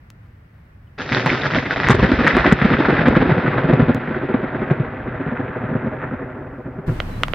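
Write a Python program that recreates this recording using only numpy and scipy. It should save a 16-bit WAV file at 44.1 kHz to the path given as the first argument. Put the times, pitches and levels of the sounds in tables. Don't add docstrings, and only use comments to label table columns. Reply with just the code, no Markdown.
import sys
import numpy as np
from scipy import signal
from scipy.fft import rfft, irfft
from scipy.io import wavfile
from scipy.ndimage import uniform_filter1d

SR = 44100
rng = np.random.default_rng(int(sys.argv[2]) if len(sys.argv) > 2 else 0)


def write(x):
    x = np.atleast_2d(x).T
    wavfile.write(sys.argv[1], SR, np.round(np.clip(x, -1, 1) * 32767).astype(np.int16))

N = 323694
TIME = np.arange(N) / SR
THUNDER_START_S = .977

# frequency in Hz, relative level in dB.
TOWN_TONE = [(20, -17), (60, 0), (110, 0.5), (200, -11.5), (400, -24.5), (900, -29.5), (1900, -29),
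             (3200, -45), (5000, -54), (7000, -66), (10000, -50.5), (15000, -32)]
CLICK_TONE = [(100, -42), (600, 17), (1500, 9), (3300, 5.5), (5500, -8), (8500, -12), (10500, -0.5),
              (16000, 15.5)]
SHELL_PUSH_TONE = [(100, -16), (600, 3.5), (3300, 1.5), (4300, -6), (5000, -12), (16000, -39)]
CRACKLE_TONE = [(20, -29), (80, -10.5), (140, 5), (250, -4.5), (550, -2.5), (780, -5.5), (1100, -6.5),
                (1500, -7), (2000, -6.5), (2800, -13), (3750, -11), (4400, -19), (5200, -22), (7200, -47.5),
                (9000, -87.5)]
RUMBLE_TONE = [(15, -40), (40, -20), (80, -14.5), (130, 0.5), (190, -5.5), (270, -2), (380, -6), (600, -9),
               (800, -15), (1500, -26), (4000, -74)]
BOOM_TONE = [(15, -28), (50, -20), (90, -3.5), (140, -4), (250, -3), (360, 1), (600, -1), (800, -4.5),
             (1800, -1), (4000, -23), (8000, -53)]
SIDE_ECHO_TONE = [(60, -31), (130, -33), (260, -21), (550, -14.5), (1000, -12), (2000, -14), (4000, -12),
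                  (6000, 5)]
HISS_TONE = [(20, -4), (60, -0.5), (110, 6.5), (220, -5), (320, -10.5), (500, -26), (850, -21), (1300, -24),
             (2200, -28), (4000, -38.5), (7000, -54), (8800, -44.5), (14500, -26), (16000, -33)]
MICROPHONE_TONE = [(20, -1.5), (4000, 0.5), (7000, 7), (9000, -2), (10500, -11), (16000, -24)]
# start in seconds, level in dB, snap pitch in Hz, left minus right in dB,
# hollow share from 0 to 1, amount of low knock from 0 to 1.
CLICKS_AND_TICKS = [(0.103, -19, 6600, 3, 0.1, 0.02), (3.947, -9.5, 10100, -1, 0, 0.2),
                    (7.0024, -7, 1750, -6.5, 0.92, 0.2), (7.2345, 1.5, 1880, -1.5, 0.93, 0),
                    (7.283, -15, 1180, -4, 0, 0.06), (7.3355, -8.5, 1360, -11.5, 0.6, 0.31)]
# pitch in Hz, width in Hz, level in dB.
SHELL_NOTES = [(650, 170, -2.5), (1330, 340, 4), (1990, 370, -0.5), (2830, 540, -2.5)]
# time in seconds, then the relative levels of crackle, rumble and heave in dB.
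ROLL_LEVELS = [(0.98, -32, -30.5, -56), (1.08, -32.5, -36.5, -53), (1.17, -29.5, -25, -53),
               (1.33, -25.5, -24.5, -46), (1.65, -29.5, -30.5, -50), (1.92, -25, -25.5, -23.5),
               (2.35, -21.5, -24.5, -32), (3.05, -23, -20.5, -43), (3.5, -24.5, -21.5, -50),
               (3.82, -26, -21, -39), (4.02, -29, -29, -62), (4.7, -29.5, -27, -43), (5.0, -32.5, -29, -37),
               (5.3, -29, -31.5, -45), (5.8, -30.5, -27.5, -42.5), (6.1, -31.5, -30.5, -44),
               (6.55, -41, -34.5, -44.5), (7.3, -43, -40.5, -52)]
CRACKLE_NOTES = [1366, 1540, 1740, 1996, 2554]
# start in seconds, level in dB,
# ringing pitch in Hz, length in seconds, ringing share from 0 to 1.
KINK_CRACKS = [(0.999, -26.5, 1500, 0.025, 0.5), (1.092, -26, 1900, 0.024, 0),
               (1.1215, -18, 2120, 0.019, 0.24), (1.148, -18.5, 3900, 0.0016, 0.15),
               (1.1695, -18.5, 1580, 0.019, 1), (1.197, -23, 1920, 0.016, 0),
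               (1.2615, -15, 910, 0.019, 0.37), (1.294, -17.5, 2220, 0.015, 0.85),
               (1.319, -22, 1540, 0.026, 0.1), (1.349, -24.5, 1780, 0.006, 0.02),
               (1.419, -31, 3730, 0.002, 1), (1.435, -20, 1580, 0.024, 0.7),
               (1.459, -18.5, 1510, 0.012, 0.4), (1.504, -23, 1350, 0.011, 0.4),
               (1.537, -22.5, 1930, 0.006, 0.3), (1.548, -18.5, 2950, 0.018, 0.07),
               (1.554, -19, 674, 0.016, 0.4), (1.586, -21, 2000, 0.006, 0.9),
               (1.656, -25, 2070, 0.013, 0.6), (1.709, -17, 1680, 0.012, 0.55),
               (1.729, -24.5, 1660, 0.012, 0.7), (1.761, -21.5, 710, 0.014, 0.3),
               (1.801, -19.5, 1600, 0.0065, 0), (1.834, -16, 1910, 0.017, 0.1),
               (1.865, -17.5, 1990, 0.018, 0.16), (1.887, -13, 1060, 0.005, 0.2),
               (1.899, -4, 1090, 0.037, 0.24), (1.949, -18, 900, 0.005, 0), (1.992, -19, 1090, 0.012, 0.7),
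               (2.029, -16.5, 1700, 0.028, 0.3), (2.119, -20, 1450, 0.0086, 0.2),
               (2.19, -23, 1330, 0.014, 0.17), (2.207, -21.5, 1400, 0.007, 0.5),
               (2.236, -18, 1730, 0.021, 0.3), (2.267, -7.5, 1730, 0.013, 0.3),
               (2.299, -14.5, 1870, 0.016, 0.6), (2.35, -21.5, 1510, 0.008, 0.2),
               (2.368, -12.5, 1260, 0.014, 0.13), (2.386, -16, 760, 0.014, 0),
               (2.443, -16.5, 1150, 0.0087, 0.55), (2.458, -13, 675, 0.013, 0.2),
               (2.478, -18, 1930, 0.012, 0), (2.515, -16, 1630, 0.012, 0), (2.616, -18, 1820, 0.005, 0.23),
               (2.645, -20, 1900, 0.021, 0.2), (2.703, -20.5, 1430, 0.009, 0.2),
               (2.726, -17.5, 1330, 0.019, 0.6), (2.769, -24, 1500, 0.0044, 0.4),
               (2.8, -21.5, 1000, 0.0097, 0.3), (2.821, -24, 1360, 0.005, 0.5),
               (2.85, -17.5, 1480, 0.011, 0.3), (2.891, -17, 630, 0.021, 0.2),
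               (2.938, -20.5, 1640, 0.02, 0.5), (2.968, -18.5, 1950, 0.0085, 0.3),
               (2.983, -18.5, 1860, 0.013, 0.1), (3.01, -20, 2060, 0.012, 0),
               (3.058, -15, 1720, 0.013, 0.01), (3.153, -15.5, 1360, 0.024, 0.2),
               (3.212, -20, 900, 0.013, 0.14), (3.295, -17.5, 804, 0.025, 0.4),
               (3.381, -28, 1400, 0.0048, 0.2), (3.462, -18.0, 1540, 0.018, 0.6),
               (3.53, -22.5, 1150, 0.012, 0.5), (3.576, -17.5, 1170, 0.015, 0.24),
               (3.694, -21.5, 710, 0.012, 0.5), (3.734, -23.5, 736, 0.0072, 0.6),
               (3.795, -26, 1570, 0.016, 0.4), (3.885, -32, 715, 0.015, 0.35),
               (4.075, -26.5, 1730, 0.0076, 0), (4.145, -25.5, 1600, 0.0047, 0.5),
               (4.34, -26, 1000, 0.005, 0.2), (4.548, -27.5, 1520, 0.0046, 0.9),
               (4.62, -26.5, 710, 0.028, 0.2), (4.701, -21.5, 704, 0.016, 0.5),
               (5.368, -29.5, 1390, 0.0066, 0.3), (5.549, -32, 1180, 0.012, 0.4),
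               (6.017, -24.5, 1430, 0.03, 0)]
# start in seconds, level in dB, pitch in Hz, length in seconds.
SIDE_ON_BOOMS = [(1.117, -17.5, 218, 0.02), (1.166, -25, 198.3, 0.03), (1.26, -16, 207, 0.015),
                 (1.316, -15.5, 265, 0.031), (1.538, -16.5, 224, 0.023), (1.57, -14, 212, 0.014),
                 (1.656, -24, 251, 0.023), (1.897, 1, 175, 0.026), (1.944, -5.5, 162, 0.005),
                 (1.987, -10.5, 178, 0.014), (2.028, -5, 200.5, 0.025), (2.091, -15, 270, 0.014),
                 (2.117, -9, 264, 0.0061), (2.136, -17.5, 255, 0.0052), (2.187, -15, 222, 0.0093),
                 (2.204, -11.5, 229, 0.0097), (2.246, -11, 227, 0.019), (2.352, -12, 238, 0.0079),
                 (2.368, -7.5, 273, 0.0096), (2.39, -25, 216, 0.011), (2.45, -12, 258, 0.0096),
                 (2.465, -9, 247, 0.014), (2.497, -20, 260, 0.007), (2.524, -0.5, 193.6, 0.0066),
                 (2.615, -11.5, 204, 0.0078), (2.647, -6, 214, 0.012), (2.708, -10.5, 219, 0.012),
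                 (2.727, -10, 230, 0.024), (2.789, -7.5, 260, 0.025), (2.885, -9.5, 315, 0.017),
                 (2.925, -11.5, 223, 0.0092), (2.988, -16.5, 205, 0.018), (3.008, -14.5, 222, 0.014),
                 (3.056, -15.5, 242, 0.0075), (3.073, -4, 212, 0.015), (3.103, -19, 340, 0.012),
                 (3.122, -15.5, 223, 0.007), (3.166, -5.5, 227, 0.0076), (3.202, -6.5, 193, 0.028),
                 (3.223, -15.5, 204.3, 0.01), (3.256, -14.5, 228, 0.0059), (3.287, -11, 276, 0.02),
                 (3.314, -9.5, 158, 0.0091), (3.367, -11, 210, 0.027), (3.438, -20, 260, 0.018),
                 (3.473, -13, 234, 0.015), (3.527, -23, 236, 0.016), (3.576, -16.5, 258, 0.014),
                 (3.643, -14.5, 162, 0.015), (3.688, -8, 254, 0.028), (3.729, -6.5, 181, 0.0097),
                 (3.795, -8, 200, 0.011), (3.821, -9, 164, 0.014), (3.884, -6.5, 217, 0.023),
                 (3.948, -16.5, 224, 0.02), (4.078, -20, 195, 0.009), (4.104, -16.5, 250, 0.012),
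                 (4.159, -18, 290, 0.015), (4.224, -18, 332, 0.033), (4.288, -17.5, 380, 0.04),
                 (4.343, -10.5, 239, 0.0082), (4.391, -23, 420, 0.023), (4.434, -16, 220, 0.011),
                 (4.547, -19, 261, 0.014), (4.618, -16.5, 265, 0.011), (4.709, -9, 152, 0.0098),
                 (4.799, -13, 160, 0.01), (5.073, -21, 184, 0.016), (5.198, -20, 256, 0.023),
                 (5.264, -17.5, 192, 0.022), (5.321, -19.5, 204, 0.01), (5.395, -17.5, 225, 0.014),
                 (5.487, -26, 198, 0.012), (5.637, -18, 162, 0.019), (5.713, -16.5, 193, 0.022),
                 (5.753, -15, 193, 0.01), (5.846, -17, 199, 0.036), (6.114, -21.5, 219, 0.012),
                 (6.135, -21, 223, 0.0096), (6.226, -28, 198, 0.0078), (6.384, -27, 278, 0.03),
                 (6.656, -25, 243.4, 0.033), (6.784, -22.5, 174, 0.014), (6.88, -12.5, 135, 0.015),
                 (6.912, -24, 169, 0.011)]
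# rise in seconds, hold in seconds, fade in dB per second.
TRAIL_SHAPE = (.004, .012, 520)
# time in seconds, echo share from 0 to 1.
WALL_SHARE = [(1, 0.33), (2.8, 0.04), (3.9, 0.39), (6.5, 0.57)]


def undb(db):
    return 10 ** (np.asarray(db) / 20)


def level(x, db):
    return x * undb(db) / np.sqrt(np.mean(x ** 2))


def burst(x, db):
    return x * undb(db) * np.sqrt(SR / 100 / np.sum(x ** 2))


def curve(rows):
    return np.interp(TIME, *np.transpose(rows))


def wander(rate):
    steps = rng.standard_normal(2048)
    return np.interp(TIME * rate, np.arange(len(steps)), steps)


def add(track, start_s, sound):
    start = int(start_s * SR)
    part = sound[..., :N - start]
    track[..., start:start + part.shape[-1]] += part


def pulse(tone, size=4096):
    hz, db = np.transpose(tone)
    log_hz = np.log(np.fft.rfftfreq(size, 1 / SR) + 1)
    log_gain = np.log(undb(np.interp(log_hz, np.log(hz), db)))
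    cepstrum = irfft(log_gain)
    cepstrum[1:size // 2] *= 2
    cepstrum[size // 2 + 1:] = 0
    return irfft(np.exp(rfft(cepstrum)))


def through(x, impulse):
    return signal.fftconvolve(x, impulse)[:len(x)]


def resonance(x, hz, q, passes=1):
    band = signal.iirpeak(min(hz, SR / 4), max(q, .5), fs=SR)
    for _ in range(passes):
        x = signal.lfilter(*band, x)
    return x


def background(tone, db, wide_above_hz):
    middle, side = (
        level(through(rng.standard_normal(N), pulse(tone)) * undb(.8 * wander(20)), db)
        for _ in range(2))
    side = signal.sosfilt(signal.butter(3, wide_above_hz, "high", fs=SR, output="sos"), side)
    return np.array([middle + side, middle - side])


def clicks():
    out, tick, push = np.zeros((2, N)), pulse(CLICK_TONE), pulse(SHELL_PUSH_TONE)
    fade = undb(-60 * TIME[:len(tick)] / 0.06)
    knock = resonance(tick, 370, q=0.99, passes=2)
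    shell = sum(undb(db) * resonance(push, hz, q=hz / width) for hz, width, db in SHELL_NOTES)
    for start_s, db, hz, pan_db, hollow, body in CLICKS_AND_TICKS:
        snap = resonance(tick, hz, q=0.72)
        click = (1 - hollow) * snap / np.abs(snap).max() + hollow * shell / np.abs(shell).max()
        tails = np.array([through(fade * rng.standard_normal(len(fade)), click) for _ in range(2)])
        ears = click + 0.02 * tails + body * knock / np.abs(knock).max()
        add(out, start_s, ears * undb(db + np.array([[pan_db], [-pan_db]]) / 2))
    return out


def peep(start_s, length_s, hz, db):
    arch = np.sin(np.pi * np.clip((TIME - start_s) / length_s, 0, 1))
    pitch = hz * (1 - 0.065 * arch + 0.004 * wander(120))
    loudness = undb(db + 1.5 * wander(66)) * np.minimum(3 * arch, 1)
    return loudness * np.sin(2 * np.pi * np.cumsum(pitch) / SR)


def shocks(rate, spread_db, bunch_db, bunch_rate):
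    arrives = rng.random(N) < rate / SR
    size = undb(spread_db * np.minimum(rng.exponential(size=N), 4) + bunch_db * wander(bunch_rate))
    train = arrives * size * rng.choice([-1, 1], N)
    return train / np.sqrt(uniform_filter1d(train ** 2, size=3500) + 1e-9)


def crackle(rate, ring_db):
    tearing = shocks(rate, spread_db=2.0, bunch_db=2.0, bunch_rate=96)
    rings = sum(resonance(shocks(rate=220, spread_db=1.5, bunch_db=6.0, bunch_rate=27), hz, q=10.5)
                for hz in CRACKLE_NOTES)
    return through(tearing + undb(ring_db) * rings, pulse(CRACKLE_TONE))


def trail(events, rise_s, hold_s, fade_db_per_s):
    power, t = np.zeros(N), TIME[:SR // 2]
    shape = np.minimum(t / rise_s, 1) * undb(-fade_db_per_s * np.maximum(t - rise_s - hold_s, 0))
    for start_s, db, *_ in events:
        add(power, start_s, (undb(db) * shape) ** 2)
    return np.sqrt(power)


def roll():
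    arrived = np.clip((TIME - THUNDER_START_S) / 0.0096, 0, 1)
    rumble = through(shocks(rate=1400, spread_db=2.5, bunch_db=5.0, bunch_rate=30), pulse(RUMBLE_TONE))
    shoves = shocks(rate=600, spread_db=16.0, bunch_db=8.5, bunch_rate=28)
    heave = resonance(shoves, 61, q=1.4, passes=2)
    crackle_gain, rumble_gain, heave_gain = (
        undb(curve(np.array(ROLL_LEVELS)[:, [0, column]])) for column in (1, 2, 3))
    after_cracks = undb(-10.5) * trail(KINK_CRACKS, *TRAIL_SHAPE)
    after_booms = undb(-27.5) * trail(SIDE_ON_BOOMS, *TRAIL_SHAPE)
    boom_heave = undb(-22) * trail(SIDE_ON_BOOMS, rise_s=0.0043, hold_s=0.012, fade_db_per_s=240)
    return arrived * (level(crackle(rate=3000, ring_db=3.5), -0.4) * crackle_gain
                      + level(crackle(rate=1500, ring_db=2.0), 5.0) * np.hypot(after_cracks, after_booms)
                      + level(rumble, -1.5) * rumble_gain
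                      + level(heave, 3.0) * np.hypot(heave_gain, boom_heave))


def volley(length_s, fade, count, scatter, size=4096):
    place, strength = rng.random((2, count))
    order = np.arange(count)
    progress = (order + scatter * place * (order > 0)) / count
    samples = np.minimum(progress * length_s * SR, size - 1).astype(int)
    train = np.zeros(size)
    np.add.at(train, samples, (.5 + strength) * np.exp(-fade * progress))
    return train


def cracks():
    out, tick = np.zeros(N), pulse(CRACKLE_TONE)
    for start_s, db, hz, length_s, ringing in KINK_CRACKS:
        spacing_s = np.interp(start_s, (1.3, 2.2), (.0065, .0028))
        scatter = np.interp(start_s, (1.3, 2.2), (.2, 1))
        count = max(1, round(length_s / spacing_s))
        fronts = through(-volley(length_s, fade=0.46, count=count, scatter=scatter), tick)
        snap = 0.32 * fronts + resonance(fronts, 1670, q=2.2)
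        ring = resonance(fronts, hz, q=2.4, passes=2)
        crack = np.sqrt(1 - ringing) * level(snap, 0) + np.sqrt(ringing) * level(ring, 0)
        add(out, start_s, burst(crack, db))
    return out


def booms():
    out, thud, spit = np.zeros(N), pulse(BOOM_TONE), pulse(CRACKLE_TONE)
    for start_s, db, hz, length_s in SIDE_ON_BOOMS:
        n_wave = np.linspace(1, -1, int(.8 * SR / hz))
        arrivals = volley(length_s, fade=0.21, count=2 + int(length_s * hz / 2), scatter=0.712)
        waves = through(arrivals, n_wave)
        body = 0.61 * (hz / 220) ** 2 * waves + resonance(waves, hz, q=0.85)
        fronts = resonance(through(arrivals, spit), 3600, q=0.5)
        add(out, start_s, burst(through(body, thud), db) + burst(fronts, db - 18.5))
    return out


def wall_echo(x, delay_s):
    lows = signal.sosfiltfilt(signal.butter(2, 850, fs=SR, output="sos"), x)
    return x + curve(WALL_SHARE) * np.interp(TIME - delay_s, TIME, lows, left=0)


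def air_dulling(x):
    hz, seconds, frames = signal.stft(x, SR, nperseg=512)
    khz = hz[:, None] / 1000
    loss_db_per_s = 1.44 * (khz ** 1.22 - np.minimum(khz, 1.4) ** 1.22)
    extra_travel_s = np.maximum(seconds - THUNDER_START_S, 0)
    return signal.istft(frames * undb(-loss_db_per_s * extra_travel_s), SR)[1][:N]


def side_echoes(x):
    t = TIME[:SR // 8]
    tail = rng.standard_normal(len(t)) * t * np.exp(-t / .007)
    echoes = through(x, tail / np.linalg.norm(tail))
    side = through(echoes, pulse(SIDE_ECHO_TONE))
    return np.array([x + side, x - side])


def limiter(x, limit_db, attack_s, release_s):
    excess = np.log(np.maximum(np.abs(x).max(axis=0) / undb(limit_db), 1))
    held = np.maximum.accumulate(excess + TIME / release_s) - TIME / release_s
    smoothing = np.exp(-1 / (attack_s * SR))
    return x * np.exp(-signal.lfilter([1 - smoothing], [1, -smoothing], held))


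def rasp(x, overload_db):
    excess = np.clip(np.abs(x).mean(axis=0) / undb(overload_db) - 1, 0, 1)
    drive = np.sqrt(np.maximum(uniform_filter1d(excess, size=260), 0))
    return undb(-27.5) * resonance(drive * rng.standard_normal(x.shape), 6840, q=0.5, passes=2)


def hum(start_s, hz):
    fade_in = np.clip((TIME - start_s) / 0.015, 0, 1)
    tone = level(np.sin(2 * np.pi * hz * (TIME - start_s)), -32.0)
    return fade_in * (tone + background(HISS_TONE, db=-28.5, wide_above_hz=380))


def scene():
    town = background(TOWN_TONE, db=-45.0, wide_above_hz=450)
    peeps = peep(start_s=.871, length_s=.011, hz=3150, db=-65)
    peeps += peep(start_s=7.098, length_s=.105, hz=4190, db=-58.5)
    other_sounds = town + hum(start_s=6.86, hz=27.7) + clicks() + peeps
    thunder = wall_echo(roll() + cracks() + booms(), delay_s=0.00792)
    return side_echoes(air_dulling(thunder)) + other_sounds


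def record(dry):
    driven = dry * undb(0.93)
    held = limiter(driven, limit_db=0.5, attack_s=0.00099, release_s=0.098)
    ceiling, hardness = undb(2.5), 6.5
    rounded = held / (1 + np.abs(held / ceiling) ** hardness) ** (1 / hardness)
    overloaded = rounded + rasp(driven, overload_db=-0.5)
    heard = through(overloaded.T, pulse(MICROPHONE_TONE)[:, None]).T
    return signal.sosfilt(signal.ellip(8, .2, 70, 15900, fs=SR, output="sos"), heard)


dry = scene()
out = record(dry)
write(out)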